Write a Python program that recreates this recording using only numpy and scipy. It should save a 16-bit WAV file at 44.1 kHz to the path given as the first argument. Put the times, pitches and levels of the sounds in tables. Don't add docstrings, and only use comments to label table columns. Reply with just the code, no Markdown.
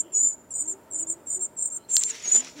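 import sys
import numpy as np
from scipy import signal
from scipy.fft import rfft, irfft, next_fast_len
from scipy.io import wavfile
from scipy.ndimage import uniform_filter1d, map_coordinates

SR = 44100
rng = np.random.default_rng(int(sys.argv[2]) if len(sys.argv) > 2 else 0)


def nominal_scale(level):
    x = np.asarray(level, float) / 20
    return 10 ** x


def transcribe(signal):
    frames = np.atleast_2d(signal).T
    limited = np.clip(frames, -1, 1)
    pcm = np.round(limited * 32767).astype(np.int16)
    wavfile.write(sys.argv[1], SR, pcm)


N = 114660


def unit(x):
    return x / np.sqrt(np.mean(x ** 2) + 1e-20)


def wobble(rate):
    return map_coordinates(rng.standard_normal(N // 40), [np.arange(N) * rate / SR])


def filtered(x, response):
    m = next_fast_len(N + 8192)
    return irfft(rfft(x, m) * response(np.fft.rfftfreq(m, 1 / SR)), m)[:N]


def rush(points, patchy_db):
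    z = signal.stft(rng.standard_normal(N), nperseg=512)[2]
    field = rng.standard_normal(z.shape)
    field = uniform_filter1d(uniform_filter1d(field, 6, 0), 8, 1)
    x = signal.istft(z * nominal_scale(patchy_db * unit(field)), nperseg=512)[1][:N]
    f, v = np.transpose(points)
    return unit(filtered(x, lambda hz: nominal_scale(np.interp(np.log(hz + 1), np.log(f), v, -90, -90))))


def smooth(curve):
    return uniform_filter1d(curve, size=130)


def turning(hz):
    return 2 * np.pi * np.cumsum(hz) / SR


def tone(phase, level_db):
    flutter = 1 + nominal_scale(-13) * wobble(230)
    return np.sqrt(2) * nominal_scale(level_db) * flutter * np.sin(phase)


def fledgling():
    # t/s, f/Hz, level/dB
    lone_notes = [
        [(0.0, 7500, -26), (0.012, 7000, -23.5), (0.028, 7600, -61), (0.035, 7450, -49.5)],
        [(0.12, 7150, -45), (0.13, 7500, -39.5), (0.146, 6862, -26), (0.168, 6886, -20), (0.264, 7153, -20),
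         (0.306, 7204, -26), (0.318, 6930, -36.5), (0.338, 7020, -36.5), (0.36, 7310, -53)],
        [(2.228, 6860, -58), (2.238, 6970, -36), (2.262, 6464, -32.5), (2.29, 6710, -24.5), (2.3, 6990, -25),
         (2.312, 7183, -30.5)],
        [(2.314, 6940, -21.5), (2.322, 6930, -16), (2.364, 7080, -14), (2.376, 7130, -22.5), (2.382, 7010, -19),
         (2.4, 7240, -30.5), (2.408, 6900, -24.5), (2.416, 6900, -45.5)],
    ]
    first_notes = [
        [(0.498, 7830, -69), (0.508, 7671, -37), (0.518, 7446, -33.5), (0.534, 7226, -40), (0.538, 7040, -36),
         (0.56, 7037, -30.5), (0.622, 7203, -30), (0.638, 6940, -40.5), (0.65, 7069, -42)],
        [(0.903, 7949, -55), (0.909, 7815, -42.5), (0.915, 7514, -36), (0.959, 7090, -29), (0.977, 7240, -33.5),
         (0.989, 7030, -27), (1.003, 7345, -30), (1.033, 7003, -28.5), (1.05, 6830, -53)],
        [(1.259, 7720, -55), (1.271, 7510, -35.5), (1.287, 7400, -34.5), (1.297, 7253, -36),
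         (1.307, 7140, -27.5), (1.359, 7190, -28), (1.384, 7000, -41.5)],
        [(1.561, 7880, -61), (1.573, 7670, -34), (1.591, 7250, -34), (1.617, 7460, -33), (1.627, 7225, -27),
         (1.649, 7250, -31.5), (1.661, 7340, -27), (1.687, 7120, -37.5), (1.696, 7097, -56)],
        [(1.887, 7330, -57), (1.895, 7600, -37.5), (1.911, 7330, -29), (1.933, 7300, -26.5), (1.941, 7247, -21),
         (1.969, 7293, -20), (2.003, 7430, -24), (2.023, 6975, -26.5), (2.027, 7430, -27)],
    ]
    second_notes = [
        [(0.654, 6550, -38), (0.662, 7110, -39), (0.686, 7410, -28.5), (0.726, 7190, -32.5), (0.732, 7000, -40),
         (0.74, 6600, -49)],
        [(1.064, 7229, -49), (1.072, 7060, -35), (1.094, 7530, -29.5), (1.102, 7240, -28), (1.108, 7350, -31),
         (1.112, 7250, -30), (1.124, 7310, -29), (1.146, 6720, -46.5)],
        [(1.392, 7000, -39), (1.398, 7270, -39.5), (1.426, 7445, -27), (1.446, 7380, -29.5),
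         (1.462, 7150, -34.5), (1.47, 6980, -45)],
        [(1.7, 7043, -41.5), (1.716, 7410, -36), (1.762, 7420, -32), (1.77, 7229, -32), (1.778, 7170, -39),
         (1.786, 6980, -46)],
        [(2.029, 7320, -24.5), (2.041, 7420, -28), (2.055, 7296, -26), (2.075, 7170, -30.5),
         (2.091, 7490, -27.5), (2.099, 7360, -32.5), (2.107, 6790, -26.5), (2.115, 6630, -38)],
    ]
    # split/Hz, upper side tone joins after/s, upper/dB, third/dB, lower/dB
    splits = [(1177, 0.0056, -6.5, -33, -26.5), (982, 0.028, -15, -27.5, -30.5),
              (1030, 0.036, -1.5, -22.5, -36), (1000, 0, -6.5, -26, -32.5), (976, 0.023, -5.5, -22, -34.5),
              (1020, 0.011, -2.5, -24, -28), (1034, 0.027, -5, -22.5, -33), (1004, 0, -5.5, -24.5, -31),
              (955, 0.026, -1.5, -22, -37), (1080, 0.017, -5, -24, -28), (830, 0.028, -6.5, -24, -19),
              (1096, 0.011, -12, -34, -17), (1100, 0.011, -22.5, -29.5, -58),
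              (940, 0.011, -17.5, -29.5, -22.5)]
    # t/s, dip/dB
    catches = [(0.229, -7), (.314, -6), (.576, -13), (0.932, -9), (0.94, -8), (1.086, -8), (1.324, 0.5),
               (1.74, -11), (1.951, -5), (1.978, -0.5), (1.988, -9), (2.006, -20), (2.014, -4), (2.053, -6),
               (2.372, -4)]
    settle_s, catch_s, join_s, edge_s = 0.042, 0.0018, 0.003, 0.004
    split_wander_hz, quiver_hz, quiver_rate = 74, 43, 210
    muted_db = -24

    t = np.arange(N) / SR
    notes = sorted(lone_notes + first_notes + second_notes)
    knot_s, hz, db = np.transpose(sum(map(list, notes), []))
    hz, db = (smooth(np.interp(t, knot_s, c)) for c in (hz, db))
    db = db + sum(dip_db * np.exp(-((t - s) / catch_s) ** 2) for s, dip_db in catches)

    starts, ends = np.transpose([(n[0][0], n[-1][0]) for n in notes])
    which = np.clip(np.searchsorted(starts, t) - 1, 0, None)
    since = np.abs(t - starts[which])
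    gate = uniform_filter1d(1. * (t < ends[which]), size=round(edge_s * SR))
    split, joins, upper_db, third_db, lower_db = (c[which] for c in np.transpose(splits))
    early = smooth(1 / (1 + np.exp(np.clip((t - starts[which] - joins) / join_s, -30, 30))))
    upper_db = smooth(upper_db) + muted_db * early
    third_db = smooth(third_db) + muted_db * early

    whistle = turning(hz + quiver_hz * wobble(quiver_rate))
    second = turning(split + split_wander_hz * wobble(quiver_rate))
    wide = turning(1630 + 2 * split_wander_hz * wobble(quiver_rate))
    side = tone(whistle + second, upper_db)
    side += tone(whistle - second, lower_db + 2 * wobble(21.7))
    side += tone(whistle + second + turning(split), third_db) * (1 + 0.12 * wobble(300))
    wide_pair = tone(whistle + wide, -11) + tone(whistle - wide, -23)
    side += early * np.clip(joins / settle_s, 0, 1) * wide_pair

    over = tone(2 * whistle, -39 + 4 * wobble(18))
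    over += tone(2 * whistle + second, -30 + upper_db + 4 * wobble(17.9))
    over += tone(2 * whistle - second, -65)
    opening_db = 16.5 * (hz - 7200) / 1000
    over *= nominal_scale(opening_db + early * muted_db / 2) * (1 + nominal_scale(-11) * wobble(900))

    rough_db = -16 - 0.5 * np.clip(db + 16.5, -9, 15)
    jitter = unit(filtered(rng.standard_normal(N), lambda f: 1 / (1 + (f / 170) ** 2)))
    voice = nominal_scale(db) * (tone(whistle, 0) + side + over) * (1 + nominal_scale(rough_db) * jitter)
    settled = smooth(1 - np.exp(-since / settle_s))
    return gate * (voice + breath(db, early, settled, since, joins))


def breath(db, early, settled, since, joins):
    # f/Hz, level/dB
    hoarse = [(3200, -24), (4300, -15), (6000, -7), (9500, 0), (12500, -5), (14000, -18), (15500, -24)]
    hiss = nominal_scale(-42.5 + 0.58 * db + 4.9 * early) * settled * rush(hoarse, patchy_db=3)
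    plume_s, from_hz, to_hz = 0.05, 6000, 4300
    age = since / plume_s
    sinking = turning(to_hz + (from_hz - to_hz) * np.exp(-age))
    swell = smooth(age * np.exp(1 - age) * joins / plume_s)
    return hiss + nominal_scale(-61) * swell * wobble(2000) * np.sin(sinking)


def twigs():
    # t/s, peak/dB, body f/Hz, ring/dB, crack/dB
    snaps = [
        (0.3408, -44, 11600, -52, -33),
        (1.9668, -5.5, 4730, -19.5, 0),
        (2.036, -10, 6340, -25, -10),
        (2.362, -31.5, 3000, -45, -35),
        (2.447, -30, 6800, -50, -9),
    ]
    # t/s, peak/dB, body f/Hz, ring/dB, crack/dB
    tick = (2.2255, -33, 6350, -40, -14)
    twig_hz, twig_t60, crack_s, body_s = 4200, 0.047, 0.000097, 0.000616
    low_hz, dull_hz = 1400, 11000
    out, t = np.zeros(N + SR), np.arange(SR // 20) / SR

    def bump(rise):
        return t / rise * np.exp(1 - t / rise)

    for s, db, hz, ring_db, crack_db in snaps + [tick]:
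        crack = nominal_scale(crack_db) * np.diff(rng.standard_normal(len(t) + 1)) * bump(crack_s) ** 2
        sinking = 0.748 * t + 0.955 * body_s * (1 - np.exp(-t / body_s))
        body = bump(body_s) ** 2 * np.sin(2 * np.pi * hz * sinking)
        lower = 0.17 * np.sin(2 * np.pi * 0.479 * hz * t) + 0.31 * np.sin(2 * np.pi * 0.617 * hz * t)
        body += bump(body_s) ** 3 * lower
        ring = nominal_scale(ring_db - 60 * t / twig_t60) * np.sin(2 * np.pi * twig_hz * t)
        ring *= 1 - np.exp(-t / body_s)
        out[round(s * SR):][:len(t)] += nominal_scale(db) * (crack + body + ring)
    return filtered(out[:N], lambda f: 1 / (1 + (low_hz / (f + 1)) ** 8) / (1 + (f / dull_hz) ** 4))


def scuff():
    # t/s, level/dB
    hiss_curve = [
        (1.875, -81),
        (1.901, -61.5),
        (2.09, -56.5),
        (2.14, -49),
        (2.27, -54.5),
        (2.31, -53),
        (2.532, -62.5),
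        (2.6, -62),
    ]
    # t/s, spread/s, level/dB
    brushes = [
        (2.278, 0.022, -42),
        (2.347, 0.0068, -42.5),
        (2.367, 0.014, -36.5),
        (2.409, 0.014, -47),
        (2.457, 0.026, -43.5),
        (2.6, 0.014, -47),
    ]
    # f/Hz, level/dB per Hz
    leaves = [(590, -51), (1000, -11), (2130, -1), (4920, -3), (5850, 2), (15500, -33.5)]
    # f/Hz, level/dB per Hz
    brush = [(120, -40), (200, -14), (1200, -22), (3070, -20), (4780, -24), (6000, -14.5), (7800, -46),
             (13200, -120)]
    s, db = np.transpose(hiss_curve)
    t = np.arange(N) / SR
    grain = nominal_scale(2.3 * wobble(45) + 0.6 * wobble(940))
    hiss = nominal_scale(np.interp(t, s, db, left=-120) + 9.5) * unit(grain * rush(leaves, patchy_db=2.0))
    strokes = sum(nominal_scale(db) * np.exp(-((t - s) / spread) ** 2 / 2) for s, spread, db in brushes)
    return hiss + strokes * nominal_scale(1.96 * wobble(150)) * rush(brush, patchy_db=3)


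def garden(x):
    t = np.arange(SR) / SR

    def tail(db, t60):
        return nominal_scale(db) * unit(rng.standard_normal(SR) * nominal_scale(-60 * t / t60)) / np.sqrt(SR)

    echo = tail(-15, t60=0.075) + tail(-30, t60=0.7)
    return signal.fftconvolve(x, np.pad(echo, (40, 0)))[:N]


def far_tones(rows, blur, depth, second_db):
    out, fade = np.zeros(N + SR), 1 + depth * wobble(blur)
    for s, length, start_hz, end_hz, db in rows:
        u = np.linspace(0, 1, int(length * SR))
        phase = turning(start_hz + (end_hz - start_hz) * u)
        swell = np.abs(np.sin(np.pi * u)) ** 0.41
        note = np.sin(phase) + nominal_scale(second_db) * np.sin(2 * phase)
        out[int(s * SR):][:len(u)] += nominal_scale(db) * swell * note
    return out[:N] * fade


def hoots():
    # t/s, length/s, start f/Hz, end f/Hz, level/dB
    hoot_rows = [(0, 0.084, 280, 359, -45), (.1, 0.091, 368.5, 396, -52), (.21, 0.072, 321, 263, -48.5),
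                 (.61, 0.13, 292.2, 331, -50), (.66, 0.14, 374, 397, -50.5), (.94, 0.27, 314.8, 340, -47.5),
                 (1.33, 0.11, 384, 358, -50.5), (2.02, 0.15, 420, 461, -53.5), (1.17, 0.083, 346, 352, -55),
                 (1.4, .08, 350, 339, -58), (2.34, 0.099, 208.6, 271, -47.5),
                 (2.55, 0.16, 294.5, 310, -43.5)]
    return far_tones(hoot_rows, blur=35, depth=0.44, second_db=-13)


def chirps():
    # t/s, length/s, start f/Hz, end f/Hz, level/dB
    chirp_rows = [(0, 0.24, 3290, 3180, -71), (0, 0.119, 2940, 3050, -67), (.1, 0.096, 2720, 2720, -67),
                  (.98, 0.048, 2930, 2940, -66), (1.565, 0.11, 5310, 5290, -66),
                  (1.75, .16, 4000, 4230, -73), (1.835, 0.025, 4200, 4200, -64),
                  (1.77, .08, 2950, 3150, -71), (1.69, .16, 1330, 1330, -66)]
    return far_tones(chirp_rows, blur=500, depth=0.97, second_db=-41)


def air():
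    # f/Hz, level/dB per Hz
    hum = [(18, -79), (30, -10), (335, -3), (795, -18.5), (1310, -14.5), (3360, -28), (4150, -32),
           (4610, -31), (15800, -29.5)]
    # f/Hz, width/Hz, level/dB
    street = [(420, 13, -7), (622, 143, 2.5), (903, 111, 4.5), (1333, 38, -6)]

    def lumps(f):
        return 0.47 + sum(nominal_scale(db) / (1 + ((f - hz) / width * 2) ** 2) for hz, width, db in street)

    return nominal_scale(-53 + wobble(2.27)) * unit(filtered(rush(hum, patchy_db=0.5), lumps))


def scene():
    bird, snaps = fledgling(), twigs()
    echo = garden(bird + snaps / 2)
    return (bird + snaps + echo + scuff() + hoots() + chirps() + air())[None]


def top_cut(x):
    return signal.sosfilt(signal.butter(12, 16880, fs=SR, output="sos"), x)


def record(dry):
    low_hz, top_hz = 45, 15830
    heard = filtered(dry[0], lambda f: (f < top_hz) / (1 + (low_hz / (f + 1)) ** 4))
    return top_cut(heard[None])


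dry = scene()
out = record(dry)
transcribe(out)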